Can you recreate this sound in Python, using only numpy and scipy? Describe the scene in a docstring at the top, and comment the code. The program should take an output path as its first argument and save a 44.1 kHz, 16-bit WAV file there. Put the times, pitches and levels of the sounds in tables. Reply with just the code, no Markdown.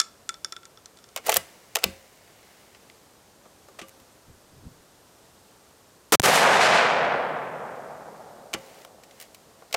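"""A shooting bench on a lawn ringed by woods. Leaves hiss faintly as a small metal part drops and bounces.
A gun's action is worked and snapped shut, and puffs of wind touch the microphone. One shot then overloads it
and rolls back from the trees, ever duller; afterwards the gun is handled again.
Struck metal and wood are sums of decaying modes and bursts of banded noise; scraping, leaves, wind and blast
are coloured noise under level curves; the roll is noise whose bands decay at their own rates."""
import sys
import numpy as np
from scipy import signal
from scipy.fft import rfft, irfft
from scipy.io import wavfile
from scipy.ndimage import uniform_filter1d

SR = 44100
rng = np.random.default_rng(int(sys.argv[2]) if len(sys.argv) > 2 else 0)


def output_pcm(signal):
    """Save a mono or channel-first signal as 16-bit PCM at the path in sys.argv[1].

    Samples are clipped to [-1, 1] before scaling.
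    """
    pcm = np.clip(np.atleast_2d(signal).T, -1, 1) * 32767
    wavfile.write(sys.argv[1], SR, np.round(pcm).astype(np.int16))


N = 430416
TIME = np.arange(N) / SR  # s
SHOT_S = 6.1218


def undb(db):
    """Level to amplitude: 20 dB is a factor of ten."""
    return 10 ** (np.asarray(db) / 20)


def unit(x):
    """Normalisation by mean power: scale to rms 1."""
    return x / np.sqrt(np.mean(x ** 2) + 1e-18)


def colour(x, points):
    """Spectral shaping: weight x by (f/Hz, level/dB) points, joined over log frequency, at rms 1."""
    hz, db = np.transpose(points)
    bins = np.arange(len(x) // 2 + 1) * SR / len(x)
    gain = undb(np.interp(np.log(bins + 1), np.log(hz), db))
    return unit(irfft(rfft(x) * gain, len(x)))


def band(x, lo_hz, hi_hz, order=2):
    """Causal Butterworth band-pass."""
    edges = [lo_hz, min(hi_hz, SR / 2 - 1)]
    return signal.sosfilt(signal.butter(order, edges, "band", fs=SR, output="sos"), x)


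def fade(t60, size=SR):
    """Exponential damping: amplitude falls 60 dB in t60 seconds."""
    return np.exp(-np.log(1000) * TIME[:size] / t60)


def burst(lo_hz, hi_hz, t60, size=8192):
    """High modal density: many dying resonances in one band act as fading noise, near rms 1 at first."""
    shape = fade(t60, size)
    noise = band(rng.standard_normal(size) * shape, lo_hz, hi_hz)
    return unit(noise) * np.sqrt(np.mean(shape ** 2))


def ring(modes, tilt_db=0, centre_hz=1000, scatter_db=3.0):
    """Modal superposition: a blow excites damped sines; tilt_db per octave sets its hardness."""
    hz, db, t60 = np.transpose(modes)
    scatter = scatter_db * rng.standard_normal(len(hz))  # no two blows are quite alike
    gain = undb(db + tilt_db * np.log2(hz / centre_hz) + scatter)
    out = 0
    for k in range(len(hz)):
        out = out + (-1) ** k * gain[k] * fade(t60[k]) * np.sin(2 * np.pi * hz[k] * TIME[:SR])
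    return out


def add(out, s, x):
    """Linear superposition: mix x into out at time s."""
    i = min(max(int(s * SR), 0), N)
    out[i:i + len(x)] += x[:N - i]


def grains(spread_db, size=40):
    """Granular excitation: noise in short grains of uneven strength."""
    levels = np.repeat(rng.standard_normal(N // size + 1), size)[:N]
    return rng.standard_normal(N) * undb(spread_db * levels)


def walk(rate):
    """Slow random modulation: stepped noise, rate steps a second, smoothed and scaled to rms 1."""
    k = int(SR / rate)
    steps = np.repeat(rng.standard_normal(N // k + 1), k)[:N]
    return unit(uniform_filter1d(steps, k))


def held(s, hold, fall_db_per_s):
    """Exponential release: gain 1 until hold seconds after time s, then a steady fall in dB."""
    return undb(-fall_db_per_s * np.maximum(TIME - s - hold, 0))


def outdoors():
    """Turbulent noise: leaves hiss almost steadily; wind buffets under brief Gaussian envelopes."""
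    # spectrum of the leaves: f/Hz, relative level/dB per Hz
    leaf_colour = [(22, -24), (45, -4), (90, 1.5), (160, 0.5), (280, 0), (480, 1.5), (780, -2),
                   (1300, -5.5), (2300, -12), (5200, -11.5), (8500, -12.5), (11500, -18), (14000, -16.5),
                   (16000, -30)]
    # spectrum of the wind: f/Hz, relative level/dB per Hz
    wind_colour = [(25, -7), (90, -3.5), (170, -3.5), (280, -10), (600, -27), (2000, -73)]
    # puffs on the microphone: t/s at the peak, half length/s (to 1/e), level/dB before flutter
    puffs = [(4.02, .022, -58), (4.32, 0.04546, -52.5), (4.66, 0.13, -53)]
    mean_leaves_db = -56
    leaves = colour(rng.standard_normal(N), leaf_colour) * undb(mean_leaves_db + .5 * walk(rate=2.9228))
    gust = sum(undb(db) * np.exp(-((TIME - s) / half) ** 2) for s, half, db in puffs)
    flutter = undb(2.68 * walk(rate=35))
    wind = colour(rng.standard_normal(N), wind_colour) * gust * flutter
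    return leaves + wind


def dropped_part():
    """Impact excitation: each bounce is a hard contact tick and a short modal ring."""
    # bounces on the bench: t/s, level/dB, contact tick/dB relative to that level; the second row is the first
    # bounce coming back strongly from a surface nearby
    bounces = [(.0007, -13.5, 5.5), (.0145, -25, 1), (.2912, -19.5, 0), (.3418, -38, -1), (.4462, -23, 3),
               (.523, -28, -2), (.565, -34, -4), (.632, -45, -5), (.654, -40, 2), (.774, -48, -9),
               (.858, -41, 7), (.972, -48, 2), (.988, -52, 2), (1.041, -47, 3), (1.089, -52, 3)]
    # ring of the part: f/Hz, level/dB, t60/s
    part_modes = [(1324, -3.5, 0.042), (1356, -2.5, 0.036), (3490, 0, 0.02052), (3520, -21, .12),
                  (4400, -20, 0.018), (5500, -2.5, 0.019), (7205, -7, 0.014), (9370, -17, 0.02241),
                  (1550, -9.5, 0.021), (369.12, -25, 0.083)]
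    out = np.zeros(N)
    for s, db, tick_db in bounces:
        # a harder tick also brightens the ring
        add(out, s, undb(db) * ring(part_modes, tilt_db=.5 * tick_db, centre_hz=3470))
        add(out, s, undb(db + tick_db) * burst(4041.6, 7650, t60=0.013))
        add(out, s, undb(db - 12) * burst(1270, 2250, t60=0.036))
    reflection_s, reflection_db = .0138, -25  # each bounce comes back once from a surface nearby
    add(out, reflection_s, undb(reflection_db) * out)
    return out


def surroundings(x):
    """Diffuse scattering: bench and lawn lay a faint, short tail behind close sounds by convolution."""
    middle = burst(360, 3200, t60=0.34, size=16384)
    treble = undb(1) * burst(3400, 11358, t60=0.27, size=16384)
    tail = middle + treble
    return x + undb(-22.0) * signal.fftconvolve(x, tail / np.linalg.norm(tail))[:N]


def action():
    """Impact and friction: steel clicks, scrapes between them, and knocks of breech and bench."""
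    # steel meeting steel: t/s, level/dB, hollow body/dB, bright edge/dB (both before the band
    # trims below), t60/s of the 3400-7900 Hz band, from which the other bands are scaled
    clicks = [(1.162, -25, -3, -2, 0.02), (1.173, -30.5, -5, -11, 0.043), (1.265, -36, 2, 9, 0.033),
              (1.2705, -33, 0, 7, 0.0142), (1.283, -29, 5, -10.5, 0.02025), (1.2944, -13, -3.5, -3, 0.013),
              (1.3002, -26, 5, 4, 0.01345), (1.3192, -22.5, -17.5, 0, 0.018),
              (1.3256, -15.5, -5, -24.5, 0.013), (1.342, -21.5, -23, 9, 0.013),
              (1.358, -24.5, -3, -3, 0.01896), (1.3616, -19.5, -3.5, -10, 0.01808),
              (1.368, -17, -6, 10, 0.01903), (1.7523, -23.5, -15, -1, 0.01973),
              (1.7563, -13.5, -15, -2.5, 0.016), (1.7677, -23.5, -1, -6, 0.018),
              (1.7872, -35, -4, -7, 0.02645), (1.823, -45, 3.5, -18, 0.034),
              (1.8345, -28, -1, -19.5, 0.038), (1.8399, -8.5, -13, -5, 0.015),
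              (2.748, -44.5, -11, -38, .03), (2.899, -38.5, -21, -46, 0.012),
              (3.455, -58, 9.5, -14, 0.0373), (3.685, -54, 6.5, -8, 0.03685),
              (3.788, -46.5, 7.5, -8.5, 0.0388), (3.7915, -33.5, -8, -25.5, 0.041),
              (3.8144, -37.5, -12, -30.5, 0.064), (3.884, -49, -17, 5, .015),
              (3.893, -48, -16.5, 5.5, 0.011), (4.0, -54, -9, -1, .03), (6.257, -16, -16, -11, 0.028),
              (6.358, -17, -17, -3.5, 0.01337), (8.532, -32, -3, -15.5, 0.0476),
              (8.5378, -20, -15, -12.5, 0.026), (8.5455, -28.5, -3, -34.5, 0.035),
              (8.849, -41, 2, -3, 0.014595), (9.035, -47.5, -8.5, -7, 0.052),
              (9.11, -47, -18.5, -20, 0.027), (9.2, -43.5, -12.5, 2, 0.042), (9.212, -43, -8, 1, .04),
              (9.224, -44, -23, 1, 0.04), (9.346, -44, -8, -2, 0.034), (9.621, -58.5, 14.5, -10.5, .04),
              (9.71, -49, 0, -11, 0.02173), (9.727, -26.5, -14, -9, 0.02883),
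              (9.7412, -21, -1.5, -14, 0.025), (9.7442, -17.5, -11, -11, 0.016),
              (9.7475, -20, 2, -17, 0.01064)]
    # blows that set barrel and receiver ringing: t/s, level/dB
    rings = [(1.295, -42.5), (1.3686, -40.5), (1.8399, -44), (3.793, -57), (3.8146, -51.5), (8.5383, -44)]
    # their lasting ring: f/Hz, level/dB, t60/s
    gun_modes = [(1150, 2, 0.1496), (1592.3, -8, 0.25), (2010, 4, 0.14), (2902, 1, 0.23),
                 (3125.6, 6, 0.013), (3650, -17, 0.4578), (3846, -18, .3), (4750, -6.5, 0.088),
                 (6310, -19, 0.29), (7740, -23, .2), (9991, -14.5, .16)]
    # the breech coming to a hard stop: t/s, level/dB
    stops = [(1.2906, -7.5), (1.7575, -22), (9.7465, -27)]
    # its hollow knock: f/Hz, level/dB, t60/s
    breech_modes = [(533, -41, .7), (665, -7, .045), (850, -1, .036)]
    # the gun's weight bumping the bench: t/s, level/dB, hardness/dB per octave
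    bumps = [(1.291, -47, 1), (1.367, -40, -2), (1.841, -41, 0), (1.856, -34, -2.5), (1.882, -39, -4),
             (3.455, -53, 5), (3.685, -61, 7.5), (3.816, -40, 5), (8.54, -30.5, 2), (9.737, -47, 9)]
    # the bench top and the shooting rest on it: f/Hz, level/dB, t60/s
    bench_modes = [(52.676, -19, 0.25), (84.516, -13.5, 0.29), (129.63, -15, 0.23), (187, -7.5, 0.1586),
                   (236.59, -5, 0.15), (333.5, -3, 0.11), (401.27, -1, 0.1014), (538, -16.5, 0.65),
                   (1178, -16.5, 0.2)]
    out = sliding()
    for s, db, body_db, edge_db, t60 in clicks:
        # a harder contact lifts the upper steel resonances along with the edge
        lower_steel = undb(-2.5) * burst(1890, 3220, 1.17 * t60)
        upper_steel = undb(-0.5 + .2 * edge_db) * burst(3400, 7900, t60)
        body = burst(450.57, 754, 2.0 * t60) + undb(-2.5) * burst(1010, 1480, 1.8252 * t60)
        edge = burst(6942, 13754, 0.93 * t60) + undb(-2.5) * burst(13000, 15300, 0.78 * t60)
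        steel = lower_steel + upper_steel
        add(out, s, undb(db) * (steel + undb(body_db - 2) * body + undb(edge_db - 1.5) * edge))
    for s, db in rings:
        add(out, s, undb(db) * ring(gun_modes))
    for s, db in stops:
        add(out, s, undb(db) * ring(breech_modes))
    for s, db, hardness_db in bumps:
        add(out, s, undb(db) * ring(bench_modes, tilt_db=hardness_db, centre_hz=330))
    return out


def sliding():
    """Friction excitation: steel scrapes on steel in strokes that build up, hold and let go."""
    # strokes: t/s, hold/s, level/dB, rise/dB per s, fall/dB per s
    strokes = [(1.266, .09, -34, 900, 550), (1.37, .01, -50, 1200, 100), (1.4, .55, -64, 20, 40),
               (1.86, 0.00944, -50, 200, 130), (2.5, 0.054, -58, 14, 25), (8.58, 0.24, -54.5, 750, 250),
               (9.2, .05, -56, 100, 220)]
    # spectrum of the scrape: f/Hz, relative level/dB per Hz
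    slide_colour = [(150, -13.5), (600, 7), (1200, -5), (2100, 4.5), (2500, 0), (2900, -1), (3400, -3.5),
                    (6000, -3.5), (10000, -9), (15000, -11)]
    sing_hz, sing_width_hz, sing_db = 2894, 70, -21  # the barrel sings faintly while it is scraped
    force = 0
    for s, hold, db, rise, fall in strokes:
        build_up_db = db - rise * np.maximum(s - TIME, 0)
        force = force + undb(build_up_db) * held(s, hold, fall)
    rub = grains(spread_db=2.5)
    sing = unit(band(rub, sing_hz - sing_width_hz / 2, sing_hz + sing_width_hz / 2, order=1))
    return force * (colour(rub, slide_colour) + undb(sing_db) * sing)


def muzzle_blast():
    """Saturation: shock and gas roar overload the microphone; a slow swing pins it and masks the rest."""
    # spectrum of the gas: f/Hz, relative level/dB per Hz
    blast_colour = [(60, -16), (400, 2.5), (1500, -0.5), (4000, -6.5), (8000, -6), (16000, -13.5)]
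    # levels in dB over the overload level
    shock_db, shock_rise_s, shock_fall_db_per_s = 37, 0.002464, 4000
    roar_db, roar_hold_s, roar_fall_db_per_s, roar_top_hz = 10, 0.1062, 650, 6500
    gas = colour(rng.standard_normal(N), blast_colour)
    shock = undb(shock_db) * gas * held(SHOT_S, shock_rise_s, shock_fall_db_per_s)
    low_gas = unit(band(gas, 100, roar_top_hz, order=1))
    roar = undb(roar_db) * low_gas * held(SHOT_S, roar_hold_s, roar_fall_db_per_s)
    front = np.clip((TIME - SHOT_S) / shock_rise_s, 0, 1) ** 2
    pinned = np.tanh(front * (shock + roar) + pressure_swing())
    headroom = 1 - pinned ** 2  # slope of the saturation curve: what other sounds keep
    # the input stage passes no steady pressure: each pinned stretch thumps, then falls silent
    low_cut = signal.cheby1(2, 1.5, 125, "high", fs=SR, output="sos")
    return undb(-11.5) * signal.sosfilt(low_cut, pinned), headroom


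def pressure_swing():
    """Slow overpressure and rarefaction: the air swings each way, far past what the microphone follows."""
    # swings: t/s after the shot, length/s, rise/s, fall/s, height/multiples of the overload level
    swings = [(.016, .06, .032, .001, 19), (.078, .045, .002, .023, -20)]
    # one spike breaks through the second swing: width to 1/e, height in multiples of the overload level
    spike_s, spike_half_width_s, spike_height = .0977, .0001, 21.8
    age = TIME - SHOT_S
    slow = 0
    for s, length, rise, fall, height in swings:
        onset = np.clip((age - s) / rise, 0, 1)
        release = np.clip((s + length - age) / fall, 0, 1)
        slow = slow + height * (onset * release) ** 2
    return slow + spike_height * np.exp(-((age - spike_s) / spike_half_width_s) ** 2)


def woods():
    """Multiple scattering: countless trunks return the shot; air absorbs the treble as the path grows."""
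    # spectrum of the roll before absorption: f/Hz, relative level/dB per Hz
    roll_colour = [(40, -30), (90, -20), (150, -3.5), (230, -5.5), (320, -9.5), (480, 2), (720, 5.5),
                   (1050, 0), (1600, 0.5), (2600, -4.5), (4500, -11.5), (8000, -16.5), (12000, -24.5),
                   (16000, -38)]
    noise = colour(grains(spread_db=1.5), roll_colour)
    scatter = rfft(noise / np.std(band(noise, 510, 1460, order=4)))
    octave = np.log2(np.clip(np.arange(len(scatter)) * SR / N, 125, 16000))
    out = 0
    for hz in 125 * 2 ** (np.arange(15) / 2):
        # overlapping triangular half-octave bands that sum to one
        share = np.maximum(1 - 2 * np.abs(octave - np.log2(hz)), 0)
        out = out + irfft(scatter * share, N) * echo_level(hz)
    return out * undb(-0.33 + 0.3756 * walk(rate=50))


def echo_level(hz):
    """Energy summation: in one band each stand of trees swells in and decays, the treble fastest."""
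    # stands of trees, near to far: t/s, rise/s, level/dB, tilt/dB per octave, loss at 5 kHz/dB,
    # t60/s before air loss
    echoes = [(6.236, 0.024, -20.5, -.5, -4.5, 2.7), (6.318, 0.025, -25, 2.3, -1.5, 3.7),
              (6.4, 0.045, -15, 3, 28, 5.3), (6.477, 0.088, -23.5, 2.4, 1.5, 1.8),
              (6.596, .02, -22.5, 4.4, 5.5, 1.7), (6.678, .067, -18.5, 2, 5.5, 2.4),
              (6.985, .032, -22.5, 1.5, 30, 2.36)]
    air_db_per_s, air_power = 33, 1.15  # further loss at 5 kHz as an echo travels on; growth with frequency
    deep_db, deep_t60_s = -18.5, 5.5  # share of each echo that lingers deep in the woods
    t, power = TIME[::64], 0
    octaves, absorbed = np.log2(hz / 1000), (hz / 5000) ** air_power
    for s, rise, db, tilt_db, loss_db, t60 in echoes:
        age = np.maximum(t - s, 0)
        near = np.exp(-np.log(1000) * age / t60)
        deep = undb(deep_db) * np.exp(-np.log(1000) * age / deep_t60_s)
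        tone = undb(db + tilt_db * octaves - (loss_db + air_db_per_s * age) * absorbed)
        power = power + (np.minimum(age / rise, 1) * (near + deep) * tone) ** 2
    return np.interp(TIME, t, np.sqrt(power))


def scene():
    """Superposition at one microphone, which is deaf to other close sounds while it is overloaded."""
    blast, headroom = muzzle_blast()
    close = surroundings(dropped_part() + action())
    return (blast + woods() + headroom * (close + outdoors()))[None]


def record(dry):
    """Soft limiting and low-pass filtering: the recorder rounds the highest peaks and cuts the top."""
    top_hz = 15900
    rounded = dry / (1 + (dry / .7) ** 4) ** (1 / 4)
    return signal.sosfilt(signal.ellip(8, .2, 70, top_hz, fs=SR, output="sos"), rounded)


dry = scene()
out = record(dry)
output_pcm(out)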